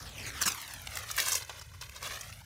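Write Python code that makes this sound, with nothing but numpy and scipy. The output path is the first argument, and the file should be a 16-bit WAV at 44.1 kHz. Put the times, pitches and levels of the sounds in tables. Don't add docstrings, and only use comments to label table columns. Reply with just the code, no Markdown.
import sys
import numpy as np
from scipy import signal
from scipy.fft import rfft, irfft, next_fast_len
from scipy.io import wavfile
from scipy.ndimage import map_coordinates

SR = 44100
rng = np.random.default_rng(int(sys.argv[2]) if len(sys.argv) > 2 else 0)


def field_ratio(decibels):
    return 10 ** (np.asarray(decibels, dtype=float) / 20)


def bounce(signal):
    frames = np.transpose(np.atleast_2d(signal))
    limited = np.clip(frames, -1, 1)
    pcm = np.round(limited * 32767).astype(np.int16)
    wavfile.write(sys.argv[1], SR, pcm)


N = 108045

SPLIT_HZ = 4420

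EARLY_SNAP_TIMES = [.026, .181, .304, .425, .519, .548, .616, .678, .710, .737, .818, .871, .909, .955,
                    .971, .987, 1.036, 1.1125, 1.166, 1.193, 1.201, 1.228]
LATE_SNAP_TIMES = [1.271, 1.284, 1.352, 1.379, 1.422, 1.448, 1.495, 1.584, 1.594, 1.613, 1.689, 1.717,
                   1.812, 1.822, 1.895, 1.922, 1.949, 2.028, 2.099, 2.172, 2.210, 2.326, 2.413]
# [peak level/dB, length/s, ring f/Hz, dull share/dB]
SNAPS = [(-36, 0.0014, 4300, 2), (-29.5, 0.0011, 3200, -5), (-42, .001, 1700, 0),
         (-12, 0.0015, 5200, -1), (-21, 0.0025, 5600, 7), (-24.5, 0.00097, 9200, -8),
         (-31.5, 0.0019, 3900, -15), (-36, 0.0013, 3700, -18), (-32, 0.0012, 6200, -4),
         (-32, 0.0018, 9200, 0), (-33, .001, 12000, -3.5), (-22, 0.0031, 2930, 10),
         (-32, 0.0013, 9000, -2), (-25, 0.002, 7300, 3), (-19, 0.0033, 2000, -11),
         (-26, 0.003, 6000, -2), (-38, 0.0026, 1150, 9), (-19, 0.0043, 6300, 1),
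         (-22.5, .0013, 7000, -16), (-16.5, 0.0033, 1960, 9), (-13.5, 0.0037, 3900, -8),
         (-35, .0014, 5400, -6),
         (-27.5, 0.0026, 1040, 0), (-23.5, 0.002, 1660, 5), (-12.5, 0.0044, 5640, 0),
              (-38, .0015, 5900, 2), (-31.5, 0.01, 4200, 15), (-33.5, 0.0024, 5800, 8),
              (-29.5, 0.0046, 2760, 13), (-37, 0.0023, 3500, 0), (-31.5, 0.0032, 5500, 6),
              (-33, 0.01, 4800, 13), (-51, 0.0033, 2700, -5), (-39.5, 0.0019, 1060, 7),
              (-27.5, 0.0064, 4000, 9), (-27.5, 0.0047, 1160, -4), (-31.5, 0.0018, 2130, -9),
              (-38, 0.0013, 2300, 1), (-38, 0.0019, 4500, -5), (-23, .0015, 5000, 11),
              (-40, 0.0011, 1880, 4), (-30.5, 0.0038, 1720, -1), (-27.5, 0.0064, 6100, 5),
              (-31.5, 0.0022, 2600, -2), (-43, 0.0056, 890, 12)]
# [t/s, peak level/dB, length/s, ring
# f/Hz, dull share/dB]
TEARS_AND_TICKS = [(0.265, -33, 0.033, 6400, 19), (0.415, -20, 0.006, 5700, 3), (0.409, -26.5, 0.015, 1770, -7),
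                   (0.431, -25, 0.016, 3500, 5), (0.458, -18, 0.022, 5600, 11), (0.476, -21.5, 0.011, 2920, 0),
                   (1.09, -31, 0.028, 3840, -2), (1.178, -18.5, 0.005, 1790, -8), (1.3192, -16, 0.0091, 6000, 3),
                   (1.363, -42, 0.011, 6560, -10), (1.496, -32.5, 0.019, 794, 10.5),
                   (1.822, -54, 0.0087, 2270, 13), (1.957, -37.5, 0.027, 3760, 12.5),
                   (2.024, -36, 0.0049, 930, 19.5), (2.037, -33.5, 0.026, 3500, 15),
                   (2.107, -39.5, 0.018, 1840, 24.5),
                   (.093, -33.5, 0.0013, 5960, 4), (0.346, -39, .001, 9000, 2),
                 (0.418, -17.5, 0.0033, 5900, -5), (0.435, -27, 0.0037, 3960, 7),
                 (0.4645, -21, 0.0041, 7100, -3), (0.4798, -17, 0.0016, 1130, -13.5),
                 (.4835, -18.5, 0.0061, 5150, -2), (0.491, -38, 0.0026, 5000, -7),
                 (0.847, -46, 0.0034, 3970, 2), (0.933, -40, 0.0045, 6000, 0),
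                 (1.1833, -14, 0.0051, 1830, -7), (1.218, -39, .002, 9000, -8),
                 (1.292, -21, 0.0018, 7000, 0), (1.33, -16.5, 0.0047, 6200, 4),
                 (1.342, -22, 0.0025, 4400, -2), (1.833, -36, .012, 3420, 5), (1.962, -34, 0.0034, 5640, 8),
                 (2.017, -36, .0015, 6000, 0), (2.062, -37, .004, 2530, -6), (2.073, -32, .005, 6200, -3),
                 (2.109, -41, .005, 1490, 9), (2.294, -40.5, 0.012, 1350, 5),
                 (0.057, -35.5, 0.043, 1800, 5), (0.35, -34.5, 0.011, 796, 8),
                 (0.418, -23.5, 0.011, 686, 3), (0.456, -30.5, 0.036, 233, 10),
                 (0.576, -37, 0.026, 1200, 2), (1.102, -30.5, 0.0055, 1500, 3),
                 (1.26, -24, 0.0098, 6500, 0), (1.296, -34, 0.0038, 2200, -5),
                 (1.355, -25.5, 0.0025, 620, 10), (1.409, -38, 0.016, 774, 12),
                 (1.737, -44.5, 0.013, 1130, 13), (2.122, -30, .001, 3520, 8),
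                 (2.146, -35, 0.0028, 4200, 6), (2.155, -39, 0.0025, 2500, 0),
                 (2.232, -33, 0.0044, 2200, 8)]
# [t/s, peak level/dB, length/s, ring f/Hz, dull share/dB]
LONE_CRACKS = [
    (.3035, -31, .0003, 1800, 3),
    (.7372, -26, .0004, 9200, -6),
    (1.2843, -13, .0002, 6300, -3),
    (1.2865, -18, .0002, 7000, -3),
    (1.3795, -26, .0003, 6300, 0),
    (1.53, -35, .0004, 2100, 4),
    (2.099, -31, .0003, 1900, 5),
]
# [f/Hz, level/dB]
BLADE_TONE = [(120, 2), (200, -9), (659, -9.5), (763, -4), (1100, -4), (4860, -9), (5630, -6.5),
              (12200, -9.5), (16000, -1.5)]
BURST_CRACKS_PER_S, BURST_SPREAD_DB, BURST_DB = 16000, 2, -7.5
ATTACK_S, RISE_SHARE = .0002, .072
RELEASE_S, RELEASE_SHARE, TAIL_DB, TAIL_S = .0006, .25, -17, .012
SAG_DB = 5
FIRST_CRACK_DB, CRACK_FADES_S = 17, .0007
RING_DB, SECOND_RING_DB, RING_Q = 6, -.5, 8.1
BODY_DB, BODY_Q, BROAD_DB = 5.5, 1.62, -9


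def burst_shape(t, length):
    rise = np.exp(np.minimum(t, 0) / (ATTACK_S + RISE_SHARE * length))
    sag = field_ratio(-SAG_DB * np.clip(t / max(length, .004), 0, 1))
    after = np.maximum(t - length, 0)
    release = np.exp(-after / (RELEASE_S + RELEASE_SHARE * min(length, .008)))
    tail = field_ratio(TAIL_DB) * np.exp(-after / TAIL_S)
    return rise * sag * (release + tail)


def flap_ring(x, hz, db):
    return field_ratio(db) * np.sqrt(8000 / hz) * resonance(x, hz, hz / RING_Q)


def bursts():
    fibre = cracks(BURST_CRACKS_PER_S, BURST_SPREAD_DB)
    snap_times = EARLY_SNAP_TIMES + LATE_SNAP_TIMES
    snaps = [(s, *snap) for s, snap in zip(snap_times, SNAPS)]
    grips = snaps + TEARS_AND_TICKS + LONE_CRACKS
    second_flaps = 1000 * 12 ** rng.random(len(grips))
    out = np.zeros(N)
    for (s, db, length, hz, dull_db), second_hz in zip(grips, second_flaps):
        start = int(s * SR) - 220
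        end = min(start + 4400, N)
        t = np.arange(start, end) / SR - s
        grip = burst_shape(t, length) * fibre[start:end]
        grip[230] += field_ratio(FIRST_CRACK_DB) * np.exp(-length / CRACK_FADES_S)
        grip = field_ratio(db) * grip
        broad = field_ratio(BROAD_DB) * dull(grip, dull_db)
        body = field_ratio(BODY_DB) * resonance(grip, hz, hz / BODY_Q)
        rings = flap_ring(grip, hz, RING_DB) + flap_ring(grip, second_hz, SECOND_RING_DB)
        out[start:end] += broad + body + rings
    return field_ratio(BURST_DB) * colour(out, BLADE_TONE)


# [t/s, rustle level/dB, dull share/dB]
HANDLING = [(0, -41.5, 1), (.14, -47, 3), (.2, -40, 3.5), (.4, -40.5, 3), (.5, -36, 0), (.62, -41.5, 0.5),
            (.85, -46, 0.5), (.97, -36.5, 2), (1.05, -44, 1.5), (1.16, -38.5, -2), (1.2, -27.5, -2.5),
            (1.375, -34, -6), (1.43, -51, 0.5), (1.55, -44, 3.5), (1.67, -54, -0.5), (2.0, -49, 0.5),
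            (2.06, -35.5, 2), (2.45, -56, -1.5)]
# [f/Hz, level/dB]
RUSTLE_TONE = [(120, -33.5), (200, 1), (340, -6.5), (1840, -1), (4860, -8), (6050, -5), (7680, -11.5),
               (9230, -9), (16000, -13.5)]
RUSTLE_CRACKS_PER_S, RUSTLE_SPREAD_DB = 40000, 2.5
RUSTLE_CYCLES = 16.8
CLUMP_DB, PATCH_DB = 1.7, 2.12


def rustle():
    effort_db, dull_db = in_time(HANDLING)
    fibre = cracks(RUSTLE_CRACKS_PER_S, RUSTLE_SPREAD_DB)
    clumps = drift(19) + .58 * drift(76)
    fibre = fibre * field_ratio(CLUMP_DB * clumps)
    pitches = np.geomspace(250, 15500, 40)
    share = pitches ** .4
    dealt = rng.choice(40, N, p=share / np.sum(share))
    flaps = 0
    for k, hz in enumerate(pitches):
        width_hz = 2.16 * hz / RUSTLE_CYCLES
        ring = resonance(fibre * (dealt == k), hz, width_hz)
        ring = resonance(ring, hz, 2 * width_hz)
        flaps = flaps + field_ratio(PATCH_DB * drift(44)) * np.sqrt(hz) * rms_one(ring)
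    return field_ratio(effort_db - 7) * dull(rms_one(colour(flaps, RUSTLE_TONE)), dull_db)


# [f/Hz, level/dB]
FIRE_TONE = [(15, -56), (25, -27), (50, -3.5), (85, -0.5), (115, -2.5), (160, -11), (260, -19), (400, -48)]
# [t/s, level/dB]
FLAME_LEVEL = [(0, -53), (.15, -53.5), (.3, -52), (.47, -53.5), (.6, -59), (.85, -51), (1.0, -56.5),
               (1.15, -56.5), (1.32, -51.5), (1.5, -58), (1.75, -51.5), (2.0, -57), (2.3, -53),
               (2.45, -56.5)]


def fire():
    flame_db, = in_time(FLAME_LEVEL)
    rumble = rms_one(colour(rng.standard_normal(N), FIRE_TONE))
    flicker_db = 1.5 * drift(4.4)
    return rumble * field_ratio(flame_db - 1.5 + flicker_db)


# [f/Hz, level/dB]
AIR_TONE = [(120, -25), (200, -24), (416, -1), (4860, -3.5), (6050, -2.5), (16000, -16)]


def open_air():
    return field_ratio(-68) * rms_one(colour(rng.standard_normal(N), AIR_TONE))


SWEEP_MID_MS, SWEEP_DEPTH_MS, SWEEP_PERIOD_S, SWEEP_TOP_S = 1.0, 1.0, 4.0, 1.635


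def swept_copy(x):
    t = np.arange(N) / SR
    swing = np.cos(2 * np.pi * (t - SWEEP_TOP_S) / SWEEP_PERIOD_S)
    delay_ms = SWEEP_MID_MS + SWEEP_DEPTH_MS * swing
    copy = map_coordinates(x, [np.arange(N) - delay_ms * SR / 1000], order=1)
    return x + field_ratio(-4.5) * copy


def rms_one(x):
    return x / np.sqrt(np.mean(x ** 2) + 1e-20)


def in_time(rows):
    s, *columns = np.transpose(rows)
    return [np.interp(np.arange(N) / SR, s, column) for column in columns]


def at_hz(points, hz):
    point_hz, point_db = np.transpose(points)
    return np.interp(np.log(hz), np.log(point_hz), point_db)


def drift(rate):
    r = np.exp(-40 * np.pi * rate / SR)
    noise = rng.standard_normal(N // 20 + 2002)
    slow = signal.lfilter([1], [1, -2 * r, r * r], noise)[2000:]
    return np.interp(np.arange(N) / 20, np.arange(len(slow)), rms_one(slow))


def colour(x, spectrum):
    size = next_fast_len(N + 8192)
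    hz = np.maximum(np.fft.rfftfreq(size, 1 / SR), 1)
    cepstrum = irfft(np.log(field_ratio(at_hz(spectrum, hz))), size)
    cepstrum[1:size // 2] *= 2
    cepstrum[size // 2 + 1:] = 0
    return irfft(rfft(x, size) * np.exp(rfft(cepstrum)), size)[:N]


def resonance(x, hz, width_hz):
    r = np.exp(-np.pi * width_hz / SR)
    top = (1 - r * r) / 2
    poles = [1, -2 * r * np.cos(2 * np.pi * hz / SR), r * r]
    return signal.lfilter([top, 0, -top], poles, x + 1e-18)


def cracks(per_s, spread_db):
    sizes = field_ratio(spread_db * np.minimum(rng.exponential(1, N), 5))
    signs = rng.choice([-1, 1], N)
    return rms_one(sizes * signs * (rng.random(N) < per_s / SR))


def dull(x, dull_db):
    low = signal.sosfilt(signal.butter(2, SPLIT_HZ, fs=SR, output="sos"), x)
    high = signal.sosfilt(signal.butter(2, SPLIT_HZ, "high", fs=SR, output="sos"), x)
    return field_ratio(dull_db) * low - field_ratio(-dull_db) * high


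# [f/Hz, level/dB]
SIDE_TONE = [(60, -66), (200, -40), (1500, -29), (6000, -33), (10000, -29), (13500, -17.5), (15500, -24)]


def scene():
    no_bass = signal.butter(2, 190, "high", fs=SR, output="sos")
    leaves = signal.sosfilt(no_bass, bursts() + rustle())
    side = colour(np.roll(leaves, 37), SIDE_TONE)
    return leaves + fire() + open_air() + side * [[1], [-1]]


def roll_off(x):
    return signal.sosfilt(signal.butter(12, 16750, fs=SR, output="sos"), x)


def record(dry):
    wet = np.array([swept_copy(channel) for channel in dry])
    top_cut = signal.cheby2(12, 60, 16500, fs=SR, output="sos")
    return roll_off(signal.sosfilt(top_cut, wet))


dry = scene()
out = record(dry)
bounce(out)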